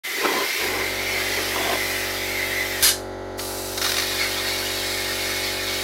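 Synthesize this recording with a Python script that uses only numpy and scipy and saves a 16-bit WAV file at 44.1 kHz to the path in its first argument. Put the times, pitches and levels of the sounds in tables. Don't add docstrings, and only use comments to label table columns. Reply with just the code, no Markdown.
import sys
import numpy as np
from scipy import signal
from scipy.fft import rfft, irfft
from scipy.io import wavfile

SR = 44100
rng = np.random.default_rng(int(sys.argv[2]) if len(sys.argv) > 2 else 0)


def output_pcm(signal):
    pcm = np.clip(np.atleast_2d(signal).T, -1, 1) * 32767
    wavfile.write(sys.argv[1], SR, np.round(pcm).astype(np.int16))


N = 257103
T = np.arange(N) / SR
BIN_HZ = np.fft.rfftfreq(N, 1 / SR)


def amp(db):
    return 10 ** (np.asarray(db) / 20)


def unit(x):
    return x / np.sqrt(np.mean(x ** 2) + 1e-20)


def spectrum_at(points, hz):
    f, db = np.transpose(points)
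    return amp(np.interp(np.log(hz + 1), np.log(f), db))


def curves(rows):
    times, *columns = np.transpose(rows)
    return [np.interp(T, times, column) for column in columns]


def gate(start, stop, rise, fall):
    return np.clip((T - start) / rise, 0, 1) * np.clip((stop - T) / fall + 1, 0, 1)


def held(start, length, attack, release):
    return np.exp(-np.maximum(start - T, 0) / attack - np.maximum(T - start - length, 0) / release)


def wander(hz, size=16384):
    rates = np.fft.rfftfreq(size, T[-1] / size)
    slow = irfft(rfft(rng.standard_normal(size)) / (1 + (rates / hz) ** 4))
    return unit(np.interp(T, np.linspace(0, T[-1], size), slow))


def colour(x, points):
    return unit(irfft(rfft(x) * spectrum_at(points, BIN_HZ), N))


def turbulence(flutter_db, flutter_hz):
    return rng.standard_normal(N) * amp(flutter_db * wander(flutter_hz))


def resonate(x, hz, width):
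    carrier = np.exp(2j * np.pi * np.cumsum(hz * np.ones(N)) / SR)
    pole = np.exp(-np.pi * width / SR)
    baseband = signal.lfilter([1], [1, -2 * pole, pole * pole], x * carrier.conj())
    return unit((carrier * baseband).real)


def ringing(modes):
    power = sum((amp(db) * unit(1 / (1 + (2 * (BIN_HZ - hz) / width) ** 2))) ** 2
                for hz, width, db in modes)
    return irfft(rfft(rng.standard_normal(N)) * np.sqrt(power), N)


def edge_tone(pitch, waver, waver_hz, flicker_db):
    turns = np.cumsum(pitch * (1 + waver * wander(waver_hz))) / SR
    return unit(np.sin(2 * np.pi * turns) * amp(flicker_db * wander(58)))


def shifting(x, depth_db, span_hz, span_s):
    hz, times, spectra = signal.stft(x, SR, nperseg=1024, noverlap=768)
    across = np.fft.fftfreq(len(hz), hz[1])[:, None]
    along = np.fft.fftfreq(len(times), times[1])
    blur = np.exp(-(across * span_hz) ** 2 - (along * span_s) ** 2)
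    patches = unit(np.fft.ifft2(np.fft.fft2(rng.standard_normal(spectra.shape)) * blur).real)
    return unit(signal.istft(spectra * amp(depth_db * patches), SR, nperseg=1024, noverlap=768)[1][:N])


# t/s, air hiss level/dB, droplet rush level/dB before its lift
CLOSE_LEVELS = [(.05, -34, -34.5), (.21, -32.5, -31.3), (.63, -31.5, -28.5), (.8, -34.5, -32.5),
                (.99, -36, -31), (1.23, -32.3, -29), (1.98, -32, -30.5), (2.2, -34, -32), (2.78, -34, -33)]
# f/Hz, level/dB
CLOSE_HISS_SPECTRUM = [(100, -20), (600, -5), (1000, 1.5), (3000, 1.5), (6500, 2), (8000, 1), (9300, -0.5),
                       (11300, 2.5), (13000, 1), (15000, 0), (16000, -6)]
CLOSE_RUSH_SPECTRUM = [(100, -26), (600, -7.5), (1150, -7.5), (1600, 0.5), (2000, 3), (2500, 1.5),
                       (2950, -1.5), (3600, -0.5), (4400, -2), (5900, -5.5), (7200, -18), (10000, -26)]
# t/s, f/Hz
WHISTLE_PITCH = [(0.05, 2012), (0.34, 1990), (0.6, 2233), (0.69, 2032), (1.14, 2180), (1.22, 2034),
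                 (1.6, 1960), (1.64, 2066), (2.16, 1962), (2.29, 2164), (2.51, 1970), (2.66, 2087),
                 (2.76, 1860), (2.8, 1920)]
# t/s, length/s, level/dB
WHISTLE_SURGES = [(.5, 0.29, -31), (0.843, .03, -28), (1.079, .1, -27.5), (1.263, .08, -31.5),
                  (1.822, .004, -23), (1.95, 0.027, -34), (2.35, 0.083, -26.8), (2.53, 0.085, -27)]

def close_spray(rush_lift_db=1.4, whistle_db=-30, fade_db_per_s=1):
    air_db, rush_db = curves(CLOSE_LEVELS)
    pitch, = curves(WHISTLE_PITCH)
    air = colour(turbulence(flutter_db=0.57, flutter_hz=120), CLOSE_HISS_SPECTRUM)
    air = amp(air_db) * shifting(air, depth_db=1.5, span_hz=220, span_s=0.22)
    rush = colour(turbulence(flutter_db=0.2, flutter_hz=110), CLOSE_RUSH_SPECTRUM)
    rush = amp(rush_db + rush_lift_db) * shifting(rush, depth_db=2.5, span_hz=220, span_s=0.16)
    surge = sum(amp(db) * held(t, length, attack=0.031, release=0.027) for t, length, db in WHISTLE_SURGES)
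    strength = np.hypot(amp(whistle_db - fade_db_per_s * T), surge)
    breathy = resonate(turbulence(flutter_db=0, flutter_hz=60), pitch, width=380)
    core = edge_tone(pitch, waver=0.0277, waver_hz=108, flicker_db=-0.5)
    whistle = strength * (amp(-3.5) * breathy + amp(-6) * core)
    return (air + rush + whistle) * gate(0.035, 2.826, rise=0.015, fall=0.0092)


# t/s, length/s, level/dB, bubbling f/Hz
SPLUTTER_BOUTS = [(.236, 0.021, -23, 419), (0.313, 0.11, -25, 386), (0.631, .04, -26.5, 397),
                  (.755, 0.047, -26, 410), (1.153, 0.048, -36.5, 377), (1.363, 0.047, -31.5, 391),
                  (1.564, 0.1, -29, 700), (1.695, 0.043, -26.5, 672)]
# f/Hz, level/dB
SPLUTTER_SPECTRUM = [(40, -32), (110, -57), (200, -9), (330, 1.5), (600, -0.5), (850, 0), (1030, -5),
                     (1280, -4.5), (1600, -1.5), (2600, -9), (6000, -16.5), (12000, -41)]

def splutter(simmer_db=-41.5, simmer_hz=380, clears_s=1.75):
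    bout_power = np.array([amp(db) * held(t, length, attack=0.036, release=0.034)
                           for t, length, db, _ in SPLUTTER_BOUTS]) ** 2
    power = amp(simmer_db) ** 2 + bout_power.sum(0)
    offsets_hz = [hz - simmer_hz for *_, hz in SPLUTTER_BOUTS]
    pitch = simmer_hz + np.dot(offsets_hz, bout_power) / power
    strength = np.sqrt(power)
    body = colour(turbulence(flutter_db=3.2, flutter_hz=130), SPLUTTER_SPECTRUM)
    body = shifting(body, depth_db=3, span_hz=200, span_s=0.075)
    hollow = resonate(turbulence(flutter_db=2.5, flutter_hz=90), pitch, width=110)
    upper = resonate(rng.standard_normal(N), 1040, width=114) * strength / strength.max()
    gusts = amp(-2.1) * body + amp(-3.5) * hollow + amp(-5.5) * upper
    return strength * gusts * gate(0.038, clears_s, rise=0.01, fall=0.071)


# t/s, level/dB
LOW_BUMPS = [(.35, -47), (1.17, -52), (1.65, -46), (1.86, -50), (2.5, -49)]

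def low_bumps(bump_hz=168, swell_s=0.037):
    swells = sum(amp(db) / (1 + ((T - t) / swell_s) ** 2) ** 2 for t, db in LOW_BUMPS)
    return swells * resonate(rng.standard_normal(N), bump_hz, width=36)


# multiple of the shaft rate, relative level/dB
SHAFT_ORDERS = [(1, -7), (2, -4), (3, -27.5), (4, -22), (5, -7.5), (6, -8.5), (7, -4), (8, 1), (9, -5),
                (10, -51.5), (11, -3), (12, -4.5), (13, -5.5), (14, -9.5), (15, -9), (16, -14), (17, -9.5),
                (18, -6.5), (19, -16), (20, -27.5), (21, -14.5), (22, -20.5), (23, -19), (24, -31),
                (25, -17.5), (26, -30), (27, -24), (28, -12.5), (29, -16.5), (30, -15), (31, -18.5)]
# f/Hz, level/dB
BUZZ_SPECTRUM = [(1480, -4), (1700, 1), (1950, -2), (2250, -7.5), (2700, -16), (3600, -9.5), (4700, -16),
                 (5500, -24), (6400, -13), (8000, -33), (11000, -26), (15000, -40)]
ROOM_TONE = [(20, -12.5), (60, -25), (140, -8), (350, -0.5), (800, 0), (1300, -7), (1900, -14.5),
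             (2600, -17.5), (4300, -12.5), (8000, -28), (15000, -39)]
# f/Hz, width/Hz, level/dB relative to the hum
LINE_WHINES = [(1953, 8.1, -21.5), (4700, 40, -27.5), (6160, 48, -35), (11030, 110, -39)]

def compressor(shaft_hz=47.14, faint_db=-73, steady_db=-32.5, fade_at_s=0.57, fade_s=0.03):
    steps = 4096
    orders, order_db = np.transpose(SHAFT_ORDERS)
    high_orders = np.arange(len(orders) + 1, steps // 12)
    turns = shaft_hz * T + 0.035 * wander(hz=1) / (2 * np.pi)

    def revolve(multiples, gains):
        harmonics = np.zeros(steps // 2 + 1, complex)
        harmonics[np.rint(multiples).astype(int)] = gains * np.exp(2j * np.pi * rng.random(len(gains)))
        return unit(np.interp(turns, np.arange(steps) / steps, irfft(harmonics), period=1))

    hum = revolve(orders, amp(order_db))
    scatter = amp(4.5 * rng.standard_normal(len(high_orders)))
    buzz = amp(-14.5) * revolve(high_orders, spectrum_at(BUZZ_SPECTRUM, high_orders * shaft_hz) * scatter)
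    air = amp(-13) * colour(rng.standard_normal(N), ROOM_TONE)
    fade_in = (1 + np.tanh((T - fade_at_s) / (2 * fade_s))) / 2
    strength = amp(faint_db + (steady_db - faint_db) * fade_in) * gate(0.036, T[-1], rise=0.03, fall=0.01)
    return strength * (hum + buzz + air + ringing(LINE_WHINES))


# f/Hz, level/dB
VENT_SPECTRUM = [(200, -41), (900, -13), (1400, -6), (2700, -7), (3600, -2.5), (4900, 0), (5700, -2.5),
                 (6400, 0.5), (7600, -5), (9000, -3), (10800, 0), (13000, -3.5), (16000, -10)]
# f/Hz, width/Hz, level/dB relative to the jet
BARREL_MODES = [(1583, 54, -14.5), (1740, 84, -19), (2170, 230, -15), (2960, 120, -22), (3645, 62, -15),
                (4150, 90, -13.5), (4850, 90, -16), (5000, 83, -17), (9160, 90, -26)]

def vent(open_s=2.827, level_db=-12.6, sag_db_per_s=36, bright_hz=16200, dulling_s=0.25):
    age = np.maximum(T - open_s, 0)
    pressure = amp(level_db - sag_db_per_s * age) * held(open_s, 0.068, attack=0.0013, release=0.036)
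    leak = amp(-31) * held(open_s - 0.015, 0.0098, attack=0.008, release=0.0035)
    cutoff_hz = bright_hz * np.exp(-age / dulling_s)
    jet = unit(colour(rng.standard_normal(N), VENT_SPECTRUM) + ringing(BARREL_MODES))
    hz, times, spectra = signal.stft(jet, SR, nperseg=256)
    dulled = spectra / np.sqrt(1 + (hz[:, None] / np.interp(times, T, cutoff_hz)) ** 12)
    jet = signal.istft(dulled, SR, nperseg=256)[1][:N]
    push = amp(-24) * np.sin(2 * np.pi * 85 * age) * np.exp(-age / 0.0091)
    return (pressure + leak) * jet + push


# f/Hz, level/dB
FAR_HISS_SPECTRUM = [(300, -8.5), (1400, 2.5), (2000, -2), (3100, -1.5), (3800, 2), (4700, 4), (6500, 0),
                     (8000, -0.5), (9300, -2), (11000, 1), (13000, -2.5), (16000, -5.5)]
FAR_RUSH_SPECTRUM = [(500, -24), (1050, -10.5), (1400, -5), (1850, -1.5), (2200, -10), (2450, -7),
                     (2750, -4.5), (3300, -3.5), (3800, -3.5), (4100, -3), (4450, -2.5), (5600, -6.5),
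                     (7200, -13), (11000, -21)]
# f/Hz, width/Hz, level/dB relative to the rush
NOZZLE_MODES = [(1860, 230, -12), (2440, 54, -13.5), (3755, 280, -9.5), (4320, 350, -12)]
# t/s, length/s, whistle level/dB
SEALANT_SURGES = [(4.2, 0.046, -26.5), (4.385, 0.0092, -34), (4.471, 0.047, -29.5), (4.927, 0.11, -36),
                  (5.2, 0.3, -34), (5.675, 0.11, -36)]

def far_spray(air_db=-32, rush_db=-29, whistle_db=-37.5, whistle_hz=2185, sealant_s=3.8,
              thinning_db_per_s=1):
    flow = np.sqrt(gate(sealant_s, T[-1], rise=0.23, fall=0.01))
    surge = sum(amp(db) * held(t, length, attack=0.018, release=0.035) for t, length, db in SEALANT_SURGES)
    flare_db = 4.5 * held(3.84, 0.07, attack=0.021, release=0.1)
    dip_db = -3 * held(5.56, 0.06, attack=0.047, release=0.04)
    air = colour(turbulence(flutter_db=0.66, flutter_hz=120), FAR_HISS_SPECTRUM)
    air = amp(air_db + flare_db + dip_db) * shifting(air, depth_db=2, span_hz=200, span_s=0.39)
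    rush = colour(turbulence(flutter_db=0.3, flutter_hz=109.7), FAR_RUSH_SPECTRUM)
    rush = shifting(rush, depth_db=3, span_hz=220, span_s=0.08) + ringing(NOZZLE_MODES)
    rush *= np.hypot(amp(rush_db - thinning_db_per_s * (T - sealant_s)), amp(-4) * surge)
    breathy = resonate(rng.standard_normal(N), whistle_hz, width=240)
    tone = unit(breathy + 1.2 * edge_tone(whistle_hz, waver=0.0202, waver_hz=109, flicker_db=0.5))
    strength = np.hypot(amp(whistle_db), surge)
    octave = resonate(rng.standard_normal(N), 2 * whistle_hz, width=280) * (strength / strength.max()) ** 1.1
    whistle = strength * (tone + amp(-2) * octave)
    return air * gate(3.365, T[-1], rise=0.026, fall=0.01) ** 2 + flow * (rush + whistle)


# t/s, level/dB, decay/s
SLUGS = [(3.3909, -24, 0.0079), (3.775, -21, 0.0087), (3.815, -19, 0.012), (3.842, -19, 0.012),
         (3.863, -20, .008), (3.892, -19.5, 0.0084), (3.918, -18.5, 0.0043), (3.941, -20, .006),
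         (3.966, -19.5, .006), (3.982, -19, 0.0089), (3.997, -23, .008), (4.019, -24.5, .01)]
# f/Hz, level/dB
SPIT_SPECTRUM = [(300, -17), (900, -3), (1400, 2), (1900, 3.5), (2600, -3), (3300, -3), (3800, 5.5),
                 (4600, 2.5), (5300, 0), (6000, 0.5), (7000, -13), (11200, -12), (16000, -14)]

def spits(rise_s=0.0015):
    strength = np.zeros(N)
    for t, db, decay in SLUGS:
        age = np.maximum(T - t, 0)
        strength += amp(db) * np.minimum(age / rise_s, 1) * np.exp(-(age / decay) ** 2 / 2)
    crackle = colour(turbulence(flutter_db=1.5, flutter_hz=600), SPIT_SPECTRUM)
    return strength * shifting(crackle, depth_db=2.5, span_hz=300, span_s=0.035)


def workshop(x, echo_db=-12, tail_db=-14, t60_s=0.36):
    t = np.arange(SR // 2) / SR
    echoes = np.zeros(len(t))
    echoes[(rng.uniform(0.002, 0.016, size=8) * SR).astype(int)] = rng.choice([-1, 1], size=8)
    tail = rng.standard_normal(len(t)) * amp(-60 * t / t60_s) * (t > 0.006)
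    response = amp(echo_db) * echoes / np.linalg.norm(echoes) + amp(tail_db) * tail / np.linalg.norm(tail)
    response[0] = 1
    return signal.fftconvolve(x, response / np.linalg.norm(response))[:N]


def scene():
    gun = close_spray() + splutter() + vent() + far_spray() + spits() + low_bumps()
    return np.tile(workshop(gun) + compressor(), (2, 1))


def record(dry):
    taps = signal.firwin(511, 15850, window=("kaiser", 9), fs=SR)
    return signal.oaconvolve(dry, taps[None], "same", axes=1)


dry = scene()
out = record(dry)
output_pcm(out)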